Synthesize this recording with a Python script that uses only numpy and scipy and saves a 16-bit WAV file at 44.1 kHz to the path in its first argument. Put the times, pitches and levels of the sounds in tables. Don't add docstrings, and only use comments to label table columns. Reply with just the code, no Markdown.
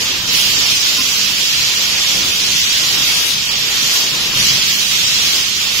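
import sys
import numpy as np
from scipy import signal
from scipy.fft import rfft, irfft
from scipy.io import wavfile
from scipy.ndimage import uniform_filter1d, map_coordinates

SR = 44100
rng = np.random.default_rng(int(sys.argv[2]) if len(sys.argv) > 2 else 0)


def ratio_of_db(decibels):
    return 10 ** (np.asarray(decibels, float) / 20)


def file_out(sig):
    cols = np.atleast_2d(sig).T
    lim = np.clip(cols, -1, 1)
    pcm = np.round(lim * 32767).astype(np.int16)
    wavfile.write(sys.argv[1], SR, pcm)


N = 255780

# time in seconds, strength in dB, left over right in dB.
JET_PATH = [(0, -18.5, -4), (.25, -21, -3.5), (.33, -16, -5.5), (.8, -16, -4), (1.3, -18, -5.5),
            (1.5, -17, -3.5), (3.1, -16.5, -4), (3.3, -17.5, 4), (3.4, -19.5, -4), (3.97, -16, -2.5),
            (4.12, -18.5, -2.5), (4.33, -18.5, -1.5), (4.41, -14.5, -2.5), (4.8, -17, -4), (4.93, -16, -3),
            (5.38, -16.5, -3), (5.47, -19, -6), (5.8, -17, -4.5)]
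# frequency in Hz, density in dB per Hz.
HISS_COLOUR = [(760, -28), (1300, -16.5), (1620, -14), (2070, -9), (2510, -5), (3330, -1.5), (3830, -2.5),
               (5040, -2.5), (6100, -4.5), (7330, -12.5), (7800, -20), (8100, -30), (10500, -26),
               (17800, -120)]
# frequency in Hz, density in dB per Hz.
FIZZ_COLOUR = [(6500, -44.5), (7900, -14.5), (8200, -6.5), (8700, -4), (10200, -1), (11900, 0), (12700, -3),
               (13800, -0.5), (14600, -4.5), (15000, -5), (15450, -4.5), (15740, -7), (15850, -58)]
# time in seconds, rise in dB, half length in seconds.
HOLE_FLARES = [
    (.38, 4.5, .08),
    (1.03, 2.5, .06),
    (2.8, 1, 0.065),
    (3.15, 4.5, 0.083),
    (3.3, 4, 0.054),
    (3.96, 4.5, 0.073),
    (4.79, 2.5, 0.074),
    (5.32, 2.5, 0.076),
    (5.68, 0.5, .05),
]
# time in seconds, level in dB.
CARRIAGE_KNOCKS = [
    (0.98, -28.5),
    (3.66, -43.5),
]
# frequency in Hz, level in dB, time to fall 60 dB in seconds.
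FRAME_MODES = [(248, 0.5, 0.37), (282, 4, 0.17), (231, -11, 0.2), (1034, 0.5, 0.18), (1057, 5, 0.16),
               (1233, 5, 0.079), (1420, 6.5, .09), (2520, 2, .06)]
# time in seconds, level in dB.
BED_DRAUGHT = [(0, -34), (.2, -32.5), (.92, -35.5), (1.0, -32), (1.1, -36), (2.2, -34), (2.55, -38),
               (3.0, -33), (3.45, -37.5), (3.7, -32.5), (4.4, -33), (4.75, -37), (5.35, -34), (5.5, -40.5),
               (5.8, -36)]
# frequency in Hz, density in dB per Hz.
RUMBLE_COLOUR = [(11, -40), (18, -0.5), (80, 4.5), (184, 1), (240, 1), (282, 4), (330, -4), (430, -10),
                 (730, -120)]
# frequency in Hz, width in Hz, height in dB.
BED_RESONANCES = [(48, 5.9, -4), (97.2, 9.9, 5.5), (133.7, 4, 12), (160.5, 9.7, 8), (194.5, 17, 7)]
# time in seconds, rise in dB, half length in seconds.
DUCT_BOOMS = [
    (.4, 3, 0.23),
    (2.2, 3.5, 0.088),
    (2.55, 3.5, 0.13),
    (3.0, 3.5, 0.05),
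    (3.6, 1, 0.054),
    (4.33, 5, 0.1),
    (4.55, 4, 0.11),
    (5.0, 3, 0.065),
]
# frequency in Hz, density in dB per Hz.
ROAR_COLOUR = [(130, -33), (220, -7.5), (449, -5.5), (500, -5.5), (744, -7.5), (1040, -4.5), (1530, -6),
               (1900, -1.5), (2470, -57), (4180, -120)]
# frequency in Hz, rms level in dB.
BLOWER_TONES = [(99, -55), (198.5, -48.5), (371, -56), (595, -57), (792, -58), (1188, -57), (3760, -35.5),
                (4720, -43), (5001, -39)]
# frequency in Hz, left-right likeness from 0 to 1.
NOISE_LIKENESS = [(25, 0.79), (60, 0.98), (160, 1), (400, 0.99), (750, 0.33), (1000, .5), (1500, 0.38),
                  (2500, 0.15), (5500, 0.029), (6700, .3), (7100, .6), (8100, .6), (8500, 0.085),
                  (12200, 0.14), (13000, 0.36), (15500, 0.16)]
# frequency in Hz, lead of the left port in radians.
PORT_LEAD = [(0, 0), (400, .05), (1030, .3), (1640, 2.6), (1980, 3.2), (2500, 6.1), (3190, 6.7),
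             (3620, 9.7), (3880, 9.8), (4220, 12.5), (5250, 12.4), (5860, 4 * np.pi)]
# frequency in Hz, left over right in dB.
PORT_TILT = [(40, -3.5), (100, -0.5), (400, -0.15), (800, 1.5), (1500, 1.1), (3200, -1.76), (4000, 3),
             (5000, -0.06), (6500, 0.5), (8000, -14), (9000, 7), (12000, -2), (15000, -3.5)]
# frequency in Hz, step size over band level in dB.
STEP_COARSENESS = [(100, -30), (450, -10), (750, 2.5), (1500, 4.5), (2500, 2.5), (3350, 3), (3650, 8.5),
                   (5500, 8.5), (6600, 9.5), (7200, 8), (7900, 8), (8300, 11.5), (9300, 9.5), (10300, 11),
                   (12000, 12), (12800, 10), (15800, 9.5)]


def unit(x):
    return x / np.sqrt(np.mean(x ** 2) + 1e-20)


def along(points, hz):
    f, v = np.transpose(points)
    return np.interp(np.log(hz + 1), np.log(f + 1), v)


def curves(rows):
    s, *columns = np.transpose(rows)
    return [np.interp(np.arange(N) / SR, s, column) for column in columns]


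def swells(rows):
    t = np.arange(N) / SR
    return sum(db * np.exp(-((t - s) / half) ** 2) for s, db, half in rows)


def wobble(rate):
    knots = rng.standard_normal(int(N * 40 / SR) + 4)
    return map_coordinates(knots, [np.arange(N) * min(rate, 40) / SR])


def rush(gain, patchy_db):
    z = signal.stft(rng.standard_normal((2, N + 4096)), nperseg=512)[2]
    patches = uniform_filter1d(rng.standard_normal(z.shape[1:]), size=7, axis=0)
    patches = uniform_filter1d(patches, size=12, axis=1)
    pair = signal.istft(z * ratio_of_db(patchy_db * unit(patches)), nperseg=512)[1]
    hz = np.fft.rfftfreq(pair.shape[1], 1 / SR)
    shared, apart = rfft(pair) * gain(hz)
    turn = np.arccos(np.clip(along(NOISE_LIKENESS, hz), 0, 1)) / 2
    lead = np.exp(.5j * np.interp(hz, *np.transpose(PORT_LEAD)))
    left = (np.cos(turn) * shared + np.sin(turn) * apart) * lead
    right = (np.cos(turn) * shared - np.sin(turn) * apart) / lead
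    out = irfft(np.array([left, right]), pair.shape[1])[:, :N]
    return out / np.sqrt(np.mean(out.mean(0) ** 2))


def jet():
    strength_db, pan_db = curves(JET_PATH)
    body_db = strength_db - 2.5
    surge_db = strength_db - strength_db.mean()
    edge_db = body_db + 1 + .3 * surge_db
    fizz_db = body_db - 10 + 0.18 * surge_db + swells(HOLE_FLARES)
    flutter = wobble(15)

    def edge_share(hz):
        return 1 / (1 + (4300 / (hz + 1)) ** 8)

    def body_gain(hz):
        return ratio_of_db(along(HISS_COLOUR, hz)) * np.sqrt(1 - edge_share(hz))

    def edge_gain(hz):
        return ratio_of_db(along(HISS_COLOUR, hz)) * np.sqrt(edge_share(hz))

    def fizz_gain(hz):
        return ratio_of_db(along(FIZZ_COLOUR, hz))

    body = ratio_of_db(body_db + 0.45 * flutter) * rush(body_gain, patchy_db=0.84)
    edge = ratio_of_db(edge_db + .6 * wobble(11)) * rush(edge_gain, patchy_db=0.46)
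    fizz = ratio_of_db(fizz_db + 0.36 * flutter) * rush(fizz_gain, patchy_db=1.3)
    return (body + edge + fizz) * ratio_of_db(np.array([pan_db, -pan_db]) / 2)


def carriage():
    out, t = np.zeros(N + SR), np.arange(SR // 2) / SR
    for s, db in CARRIAGE_KNOCKS:
        ring = np.zeros(len(t))
        for hz, level, t60 in FRAME_MODES:
            fade = ratio_of_db(level + rng.normal(0, 2) - 60 * t / t60)
            ring += fade * np.sin(2 * np.pi * hz * t + rng.uniform(0, 6.4))
        rattle = 1.6 * uniform_filter1d(rng.standard_normal(len(t)), size=14) * ratio_of_db(-60 * t / .13)
        soft_start = 1 - np.exp(-t / .012)
        out[round(s * SR):][:len(t)] += ratio_of_db(db) * (ring + rattle) * soft_start
    return out[:N]


def bed():
    roar_db, = curves(BED_DRAUGHT)
    rumble_db = -38 + .4 * (roar_db - roar_db.mean()) + swells(DUCT_BOOMS)

    def rumble_gain(hz):
        power = 1 + sum(ratio_of_db(2 * db) / (1 + (2 * (hz - centre) / width) ** 2)
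                        for centre, width, db in BED_RESONANCES)
        return ratio_of_db(along(RUMBLE_COLOUR, hz)) * np.sqrt(power)

    def roar_gain(hz):
        return ratio_of_db(along(ROAR_COLOUR, hz))

    rumble = rush(rumble_gain, patchy_db=-1.0)
    roar = rush(roar_gain, patchy_db=1.15)
    return ratio_of_db(rumble_db + .6 * wobble(7)) * rumble + ratio_of_db(roar_db + wobble(12)) * roar


def blower():
    t, out = np.arange(N) / SR, np.zeros((2, N))
    for hz, db in BLOWER_TONES:
        phase = 2 * np.pi * hz * t + 1.1 * wobble(4) + rng.uniform(0, 2 * np.pi)
        lead = np.interp(hz, *np.transpose(PORT_LEAD))
        side_db = -2.2 * (hz > 2000)
        level_db = db + 2.2 * wobble(4) + [[side_db], [-side_db]]
        out += np.sqrt(2) * ratio_of_db(level_db) * np.sin([phase + lead, phase])
    return out


def scene():
    return jet() + carriage() + bed() + blower()


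def phone_squeeze(x, scatter_db):
    size, width, start = 1024, 16, 1024 + 300
    k = np.arange(2 * size) + .5
    window = np.sin(np.pi * k / (2 * size))[:, None]
    waves = np.cos(np.pi / size * np.outer(k + size / 2, k[:size]))
    basis = window * waves * np.sqrt(2 / size)
    count = N // size + 3
    padding = ((0, 0), (start, (count + 1) * size - N - start))
    ms = np.pad([x[0] + x[1], x[0] - x[1]], padding).reshape(2, -1, size)
    c = np.concatenate([ms[:, :-1], ms[:, 1:]], axis=2) @ basis
    c = c.reshape(2, count, -1, width)
    level = np.sqrt(uniform_filter1d(np.mean(c ** 2, axis=(0, 3)), size=3, axis=0) + 1e-12)

    luck = uniform_filter1d(rng.standard_normal((2, *level.shape)) + rng.standard_normal(level.shape),
                            size=2, axis=1)
    luck = unit(luck)
    hz = (np.arange(size // width) + .5) * width * SR / (2 * size)
    treble_luck = .6 * (hz > 8000) * unit(uniform_filter1d(luck, size=3, axis=2))
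    step = level * ratio_of_db(along(STEP_COARSENESS, hz) + scatter_db * luck + treble_luck)
    step = step[..., None]

    apart = (rng.random(level.shape) < .33) & (hz > 900) & (hz < 6400)
    apart = apart[..., None]

    def swap(v):
        return np.where(apart, np.array([v[0] + v[1], v[0] - v[1]]) / np.sqrt(2), v)

    c = swap(c)
    c = swap(np.sign(c) * np.floor(np.abs(c) / step + .4) * step)
    frames = c.reshape(2, count, size) @ basis.T
    joined = (frames[:, 1:, :size] + frames[:, :-1, size:]).reshape(2, -1)
    mid, side = joined[:, start - size:][:, :N]
    return np.array([mid + side, mid - side]) / 2


def low_pass(x):
    return signal.sosfilt(signal.butter(12, 16020, fs=SR, output="sos"), x)


def record(dry):
    half_db = along(PORT_TILT, np.fft.rfftfreq(N, 1 / SR)) / 2
    ports = irfft(rfft(dry) * ratio_of_db(np.array([half_db, -half_db])), N)
    x = phone_squeeze(ports, scatter_db=2.0)
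    mix = x / (1 + np.abs(x) ** 6) ** (1 / 6)
    return low_pass(mix)


dry = scene()
out = record(dry)
file_out(out)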